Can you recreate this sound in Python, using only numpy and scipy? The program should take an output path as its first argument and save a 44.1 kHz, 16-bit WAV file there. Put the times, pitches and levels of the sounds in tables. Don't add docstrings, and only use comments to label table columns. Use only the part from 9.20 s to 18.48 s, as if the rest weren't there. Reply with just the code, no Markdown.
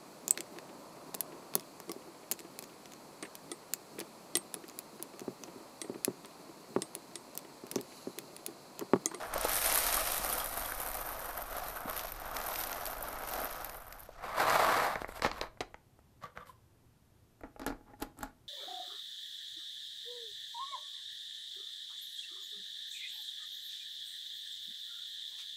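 import sys
import numpy as np
from scipy import signal
from scipy.io import wavfile
from scipy.ndimage import uniform_filter1d

SR = 44100
rng = np.random.default_rng(int(sys.argv[2]) if len(sys.argv) > 2 else 0)


def put_to_file(sound):
    columns = np.atleast_2d(sound).T
    safe = np.clip(columns, -1, 1)
    whole_steps = np.round(safe * 32767)
    wavfile.write(sys.argv[1], SR, whole_steps.astype(np.int16))


N = 409248

# (frequency [Hz], level [dB])
CRACK_SPECTRUM = [(1500, -15), (2600, -0.5), (3300, -0.5), (4100, 1.5), (5500, -4), (7500, -10.5),
                  (9500, -35.5)]
# (frequency [Hz], level [dB])
FINE_SPECTRUM = [(6000, -19), (8000, -4), (10000, -6.5), (12200, -1.1), (14000, -4.5)]
# (frequency [Hz], level [dB])
SEAT_SPECTRUM = [(59, -42), (100, -25), (195, -8.5), (263, 8), (376, -11), (645, -4), (845, -11),
                 (1000, -10), (1390, -7.5), (1560, -16), (1720, -15.5), (3000, -29.5), (3900, -59),
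                 (6600, -120)]


def amp(db):
    return 10 ** (np.asarray(db) / 20)


def evened(x):
    return x / np.sqrt(np.mean(x ** 2) + 1e-20)


def along(rows, column):
    rows = np.array(rows)
    return np.interp(np.arange(N) / SR, rows[:, 0], rows[:, column], left=-150, right=-150)


def colour(points, size=4096):
    point_hz, point_db = np.transpose(points)
    hz = abs(np.fft.fftfreq(size, 1 / SR))
    gain_db = np.interp(np.log(hz + 1), np.log(point_hz + 1), point_db, left=-70, right=-70)
    log_gain = gain_db * np.log(10) / 20
    response = np.fft.ifft(np.exp(np.conj(signal.hilbert(log_gain)))).real
    return response[:size // 2]


def through(x, points):
    return signal.oaconvolve(x, colour(points))[:len(x)]


def burst(ms):
    t = np.arange(1500) / SR
    return rng.standard_normal(len(t)) * np.exp(-1000 * t / ms)


def impacts(per_s, spread_db):
    size_db = spread_db * np.minimum(rng.exponential(1, N), 3.5)
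    return amp(size_db) * (rng.random(N) < per_s / SR)


def grains(blows, points, ms, bed_db, count=12, stretch=0.044):
    spot = rng.integers(0, count, N)
    tuning = np.exp(stretch * rng.uniform(-1.03, 1, count))
    near = np.zeros(N)
    for k in range(count):
        splinter = evened(through(burst(ms), np.multiply(points, [tuning[k], 1])))
        near += signal.oaconvolve(blows * (spot == k), splinter)[:N]
    bed = evened(through(rng.standard_normal(N), points))
    return evened(evened(near) + amp(bed_db) * bed)


def surges(depth_db, ms):
    width = max(int(ms * SR / 1000), 2)
    return amp(depth_db * evened(uniform_filter1d(rng.standard_normal(N), width)))


def swells(rows, column, rise_db, fall_db_per_s):
    t, out = np.arange(N) / SR, np.zeros(N)
    for row in rows:
        start, rise_s, hold_s = row[:3]
        top = start + rise_s
        below_db = rise_db * np.maximum(top - t, 0) / rise_s
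        below_db += fall_db_per_s * np.maximum(t - top - hold_s, 0)
        out += amp(row[column] - below_db) * (t >= start)
    return out


def add(mix, s, db, sound):
    lag_s = .0013
    part = mix[round((s + lag_s) * SR):][:len(sound)]
    part += amp(db) * sound[:len(part)] / abs(sound).max()


def rings(rows, rise_ms, overtone, overtone_db):
    out, t = np.zeros(N), np.arange(5000) / SR
    for s, db, hz, t60 in rows:
        note = np.sin(2 * np.pi * hz * t)
        note += amp(overtone_db) * np.sin(2 * np.pi * (overtone * hz * t + rng.random()))
        add(out, s, db, note * (1 - np.exp(-1000 * t / rise_ms)) * amp(-60 * t / t60))
    return out


def bounced(x, ms, db):
    return x + amp(db) * np.roll(x, int(ms * SR / 1000))


def hits(rows, body, edge, snap, push_db, push_hz, push_ms):
    out, t = np.zeros(N), np.arange(6000) / SR
    sag = 1 + 1.3 * np.exp(-t / 0.0068)
    push = np.sin(2 * np.pi * push_hz * np.cumsum(sag) / SR) * np.exp(-1000 * t / push_ms)
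    for s, body_db, crack_db, edge_db, ms in rows:
        add(out, s, body_db, signal.oaconvolve(burst(ms) + snap * burst(0.21), body))
        add(out, s, crack_db, through(burst(.5 * ms) + snap * burst(0.14), CRACK_SPECTRUM))
        add(out, s, edge_db, through(burst(0.56 * ms), edge))
        add(out, s, body_db + push_db, push)
    return out


def kitchen_air():
    # (frequency [Hz], level [dB])
    air_spectrum = [(8.8, -53.5), (15, -1), (30, -13), (48, -17), (70, -7.5), (125, -4.5), (144, -12.5),
                    (320, -18), (359, -17), (439, -23), (655, -25.5), (848, -26), (2060, -35),
                    (8610, -39.5), (14000, -38)]
    return amp(-65) * evened(through(rng.standard_normal(N), air_spectrum))


def machine_shake():
    # (time [s], level [dB])
    shake_levels = [(0.0, -70), (0.15, -46.5), (1.67, -50.5), (4.4, -52.5), (4.91, -59.5), (6.23, -52),
                    (6.35, -67), (6.6, -66)]
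    # (frequency [Hz], level [dB])
    rumble_spectrum = [(7.1, -35.5), (12, 10), (38, 0.5), (91, -20), (150, -19), (200, -44), (330, -120)]
    return evened(through(rng.standard_normal(N), rumble_spectrum)) * amp(along(shake_levels, 1))


def kitchen(x):
    size = SR // 2
    taps = np.zeros(size)
    at = np.arange(200, size - 20, 20)
    taps[at + rng.integers(0, 20, len(at))] = rng.choice([-1., 1.], len(at))
    hz, t, z = signal.stft(taps, SR, nperseg=256)
    t60_s = np.interp(hz, [300, 2000, 12000], [.35, .25, .12])[:, None]
    tail = signal.istft(z * amp(-60 * t / t60_s), SR, nperseg=256)[1]
    return signal.fftconvolve(x, tail / np.linalg.norm(tail))[:N]


def lid_modes():
    # (frequency [Hz], level [dB], t60 [s])
    mode_rows = [(265, -5.5, .07), (470, -2, 0.038), (832, 0.5, 0.053), (1380, -8, 0.027),
                 (1650, -10, 0.035)]
    t = np.arange(4000) / SR
    return sum(amp(db - 60 * t / t60) * np.sin(2 * np.pi * hz * t) for hz, db, t60 in mode_rows)


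def lid_rubs():
    # (start [s], rise [s], hold [s], ring [dB], scrape [dB], fine hiss [dB])
    rub_rows = [(7.01, 0.03, .002, -46.5, -60, -68), (7.148, 0.014, 0.052, -54, -73, -76),
                (7.25, 0.02, 0.032, -62.5, -68, -66.5), (8.234, 0.0041, 0.0018, -48.5, -82, -90),
                (8.395, .003, 0.037, -49.5, -67, -83), (8.462, 0.0046, 0.0097, -34.5, -49, -61),
                (8.65, 0.026, 0.033, -57, -93, -93), (8.79, 0.032, .002, -43.5, -58, -61),
                (8.97, 0.07, .002, -45, -58, -67)]
    # (frequency [Hz], level [dB])
    drag_spectrum = [(88, -46.5), (150, -3), (274, -17.5), (389, -29), (512, -1), (710, -13), (1170, -3),
                     (2060, -14), (2580, -28), (3000, -18.5), (3900, -29), (6600, -120)]
    on_rim_s, rise_db, ring_fall_db_per_s, hiss_fall_db_per_s = 8, 20.5, 320.0, 448
    slips = impacts(1800, spread_db=5.5)
    ring_gain = swells(rub_rows, 3, rise_db, ring_fall_db_per_s)
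    scrape_gain = swells(rub_rows, 4, rise_db, hiss_fall_db_per_s)
    fine_gain = swells(rub_rows, 5, rise_db, hiss_fall_db_per_s)
    drag = grains(slips, drag_spectrum, ms=1.3, bed_db=-1.5)
    seat = grains(slips, SEAT_SPECTRUM, ms=4.0, bed_db=-2.5)
    seat += 0.83 * evened(signal.oaconvolve(slips - slips.mean(), lid_modes())[:N])
    ring = ring_gain * np.where(np.arange(N) < on_rim_s * SR, drag, evened(seat))
    scrape = grains(slips, CRACK_SPECTRUM, ms=1.0, bed_db=-5.0) * scrape_gain
    fine = grains(slips, FINE_SPECTRUM, ms=.8, bed_db=2.0) * fine_gain
    return ring + scrape + fine


def lid_chirps():
    # (time [s], peak [dB], pitch [Hz], t60 [s])
    chirp_rows = [(7.037, -37.5, 1157, 0.037), (7.053, -47, 1200, 0.048), (7.206, -46, 1180, 0.053),
                  (7.224, -52, 1190, 0.064), (7.292, -44, 1024, 0.048)]
    return rings(chirp_rows, rise_ms=2.5, overtone=3, overtone_db=-22)


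def lid_knocks():
    # (time [s], body peak [dB], crack peak [dB], sharp edge peak [dB], body burst time constant [ms])
    knock_rows = [(8.208, -44.5, -71, -57, 4.6), (8.234, -34, -54, -75, 2.5), (8.361, -41, -72, -70, 1.8),
                  (8.394, -36.5, -43, -46, 5.7), (8.415, -32.5, -43, -54, 4.9), (8.443, -49, -50, -66, 2.5),
                  (8.463, -24.5, -34, -26, 4.1), (8.502, -27.5, -51, -54, 3.3), (8.522, -32, -62, -64, 2.1),
                  (8.609, -47, -74, -84, 2.2), (8.734, -45.5, -77, -77, 4.3), (8.801, -48, -63, -47, 2.2),
                  (8.821, -29, -35.5, -32, 9.3), (8.975, -53, -64, -53, 2.1), (8.987, -41, -57, -40, 4.6),
                  (9.007, -40, -55, -46, 1.7), (9.029, -27.5, -37, -32, 4.3)]
    # (frequency [Hz], level [dB])
    edge_spectrum = [(5000, -29), (6800, 0), (9000, -5), (12300, 1), (14000, -4)]
    modes = lid_modes()
    rim = np.pad(colour(SEAT_SPECTRUM), (0, len(modes)))[:len(modes)]
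    body = evened(rim) + 0.65 * evened(modes)
    return hits(knock_rows, body, edge_spectrum, snap=1.9, push_db=-16.5, push_hz=30.6, push_ms=33)


def counter_bumps():
    # (time [s], body peak [dB], crack peak [dB], edge peak [dB], body burst time constant [ms])
    bump_rows = [(5.297, -42, -21.5, -33, 2.7), (5.755, -23, -34, -61, 3.6), (5.817, -25.5, -35, -45, 2.2),
                 (5.844, -24, -62, -69, 1.6), (5.889, -30, -51, -55, 2), (5.921, -36, -56, -46, 3.6),
                 (5.994, -35, -44, -51, 3.3), (6.02, -21.5, -24, -32.5, 1.8), (6.046, -15.5, -29, -50, 6.3),
                 (6.061, -20.5, -27, -49, 9.1), (6.1135, -27.5, -27, -57.5, 3.4),
                 (6.212, -22.5, -20.5, -38, 2.5), (6.237, -31, -54, -62.5, 1.3),
                 (6.372, -46.5, -70, -80, 4.8), (6.405, -24.5, -26, -42, 10.8),
                 (6.542, -33, -46.5, -67, 3.6), (6.789, -49.5, -81, -65, 3.8),
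                 (7.173, -28.5, -42.5, -64, 2.1)]
    # (frequency [Hz], level [dB])
    counter_spectrum = [(55, -28), (170, -5), (650, 1), (1300, -4.5), (2200, -8), (3200, -37),
                        (5000, -69.5)]
    # (frequency [Hz], level [dB])
    dull_edge_spectrum = [(5500, -21.5), (7800, -1), (11000, -9), (14000, -10.5)]
    return hits(bump_rows, colour(counter_spectrum), dull_edge_spectrum,
                snap=3.84, push_db=-24.5, push_hz=45, push_ms=18)


def bag():
    # (time [s], body level [dB])
    slump_rows = [(4.97, -64), (5.05, -41), (5.145, -40), (5.21, -27.5), (5.25, -32), (5.296, -26.5),
                  (5.41, -28), (5.56, -29.5), (5.69, -33.5), (5.8, -49.5), (5.87, -62)]
    # (start [s], rise [s], hold [s], body [dB], foil crackle [dB], fine crackle [dB])
    shift_rows = [(5.79, 0.024, 0.0074, -59, -59, -61), (5.875, 0.0077, .04, -55, -64.5, -62),
                  (5.935, 0.024, 0.019, -48.5, -56.5, -57), (6.018, 0.017, 0.023, -36, -41, -54),
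                  (6.11, 0.02, 0.045, -52.5, -62, -69), (6.165, 0.016, 0.011, -49.5, -63, -65),
                  (6.21, 0.0016, 0.017, -41, -54.5, -61)]
    # (frequency [Hz], level [dB])
    bag_spectrum = [(59, -41.5), (100, -16.5), (157, -18.5), (301, -15.5), (538, -6), (729, 0.5), (868, -4),
                    (1060, 0), (1690, -10), (1980, -10), (3200, -30), (4160, -47.5), (7040, -120)]
    rise_db, body_fall_db_per_s, crackle_fall_db_per_s = 16.5, 329.5, 447
    blows = impacts(1500 * surges(depth_db=4, ms=15), spread_db=2)
    slump_db = along(slump_rows, 1)
    body_gain = amp(slump_db) + swells(shift_rows, 3, rise_db, body_fall_db_per_s)
    foil_gain = amp(-8.5 + 1.184 * slump_db) + swells(shift_rows, 4, rise_db, crackle_fall_db_per_s)
    fine_gain = amp(-11.0 + 1.213 * slump_db) + swells(shift_rows, 5, rise_db, crackle_fall_db_per_s)
    body = grains(blows, bag_spectrum, ms=2.9, bed_db=-4, count=24, stretch=0.14) * body_gain
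    foil = grains(blows, CRACK_SPECTRUM, ms=2.7, bed_db=-4.0) * foil_gain
    fine = grains(blows, FINE_SPECTRUM, ms=0.9, bed_db=-4.0) * fine_gain
    return body + foil + fine


def pour():
    # (time [s], heap thud [dB], bean tick [dB], wall rattle [dB])
    stream_rows = [(0.0, -38, -57, -50), (.08, -46, -57, -59.5), (.15, -40, -57, -48.5),
                   (.33, -39, -34.5, -39.5), (.71, -38.5, -34, -37), (1.3, -43.5, -42.5, -49.5),
                   (1.85, -44, -45.5, -54), (2.3, -45, -51.5, -56.5), (2.44, -43, -44.5, -50.5),
                   (2.63, -45, -52, -61.5), (2.77, -41.5, -45, -48.5), (2.9, -49, -53, -55.5),
                   (3.03, -44.5, -54, -58), (3.1, -43, -52, -56.5), (3.38, -41.5, -42, -48),
                   (3.75, -44.5, -49, -54), (4.0, -44.5, -53, -57.5), (4.14, -40.5, -44.5, -49),
                   (4.45, -47.5, -51, -56), (4.62, -51, -57, -66.5), (4.84, -59, -64, -67.5),
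                   (5.0, -60, -82, -68)]
    # (time [s], tick peak [dB], rattle peak [dB])
    bean_rows = [(0.1377, -23.5, -31), (0.178, -24.5, -31), (0.21, -23, -42), (0.244, -25.5, -32),
                 (0.2928, -20.5, -30), (0.3143, -24, -32), (0.4147, -24, -29), (0.5737, -16, -27),
                 (1.1315, -22, -37), (1.242, -24, -38), (1.3906, -31, -52), (1.575, -36, -49),
                 (1.862, -31, -54), (1.929, -34, -51), (1.9924, -34.5, -53), (2.0237, -35, -51),
                 (2.0672, -44, -57), (2.175, -28, -57), (2.222, -31, -53), (2.498, -36, -54),
                 (2.6961, -26.5, -32.5), (2.764, -27, -30), (2.7922, -32, -28), (2.9188, -27.5, -34),
                 (3.1655, -32, -26), (3.2136, -39, -32.5), (3.34, -33, -35), (3.3566, -34, -26.5),
                 (3.436, -28, -28), (3.5273, -42, -29.5), (3.6537, -25, -33), (3.6635, -30, -29.5),
                 (3.7808, -36, -54), (3.8242, -27, -56), (4.135, -27, -28.5), (4.2006, -32, -44),
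                 (4.2432, -26.5, -50), (4.3252, -34.5, -38), (4.4446, -26.5, -34), (4.4942, -33, -37),
                 (4.567, -36, -55), (4.6793, -41, -55), (4.7242, -37, -34.5), (4.785, -47, -47),
                 (4.793, -40, -60), (4.802, -37, -65), (4.8315, -40, -59)]
    # (time [s], peak [dB], pitch [Hz], t60 [s])
    hollow_rows = [(.158, -25.5, 573, 0.027), (.248, -23.5, 470, 0.018), (.249, -24, 840, 0.025),
                   (.774, -25.5, 1150, 0.029), (.995, -39, 188, 0.026), (1.119, -36, 3360, .017),
                   (1.2, -30.5, 3300, 0.01), (1.221, -40, 3280, .017), (1.451, -38.5, 3370, .017),
                   (1.52, -27, 1550, 0.0056), (2.42, -33, 720, 0.045), (2.654, -35.5, 228, 0.021),
                   (2.846, -32, 690, 0.021), (3.165, -36.5, 1840, 0.018), (4.889, -37.5, 590, 0.013)]
    # (frequency [Hz], level [dB])
    thud_spectrum = [(71, -64), (120, -18), (146, -19), (256, -8.5), (382, -11), (682, 4), (929, -3),
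                     (1080, -1.5), (1260, 0.5), (2600, -21.5), (3380, -21.5), (5720, -120)]
    # (frequency [Hz], level [dB])
    rattle_spectrum = [(880, -31), (1500, -11.5), (1700, 2), (1820, -1), (1990, 0.5), (2950, -6),
                       (3740, -4), (4080, -2.5), (5150, -4.5), (5790, -4.5), (7680, -11), (8500, -10),
                       (11000, -31.5), (18700, -120)]
    # (frequency [Hz], level [dB])
    tick_spectrum = [(4410, -49), (7500, -23.5), (13000, -4.5), (14000, -5)]
    # (frequency [Hz], level [dB])
    bare_spectrum = [(4410, -20), (7500, -13.5), (9170, -2), (12400, -2), (13500, -6), (14000, 5)]
    cover_s, bean_thud_db = 1.48, -16

    clumps = surges(depth_db=2.5, ms=25)
    blows = impacts(450 * clumps, spread_db=5.0)
    tumbles = impacts(400 * clumps, spread_db=1.5)
    bare = np.exp(-(np.arange(N) / SR / cover_s) ** 2)

    thud = grains(tumbles + 0.37 * blows, thud_spectrum, ms=3.37, bed_db=-3.0, count=32, stretch=0.15)
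    thud *= amp(along(stream_rows, 1)) * surges(depth_db=1.5, ms=53)
    tick = np.sqrt(1 - bare) * grains(blows, tick_spectrum, ms=.5, bed_db=-9.5)
    tick += np.sqrt(bare) * grains(blows, bare_spectrum, ms=1.2, bed_db=-3)
    tick *= amp(along(stream_rows, 2))
    rattle = grains(0.31 * blows + tumbles, rattle_spectrum, ms=2.4, bed_db=-5, count=24, stretch=0.09)
    rattle *= amp(along(stream_rows, 3))
    out = thud + tick + rattle + rings(hollow_rows, rise_ms=1.1, overtone=1.5, overtone_db=-8.5)

    for s, shell_db, wall_db in bean_rows:
        shell_spectrum, ms = (bare_spectrum, .7) if s < cover_s else (tick_spectrum, .35)
        shell = bounced(burst(ms), rng.uniform(1.9, 3.0), db=-2.0)
        add(out, s, shell_db, through(shell, shell_spectrum))
        add(out, s, wall_db, through(burst(1.3), rattle_spectrum))
        add(out, s, shell_db + bean_thud_db, through(burst(2.9), thud_spectrum))
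    return out


def scene():
    lid = lid_rubs() + lid_chirps() + lid_knocks()
    near = pour() + bag() + lid + counter_bumps()
    room = amp(-15.5) * kitchen(near)
    return (near + room + machine_shake() + kitchen_air())[None]


def record(dry):
    edge_hz = 14120
    low_pass = signal.firwin(1023, edge_hz, window=("kaiser", 9), fs=SR)
    return signal.oaconvolve(dry, low_pass[None], "same")


dry = scene()
out = record(dry)
put_to_file(out)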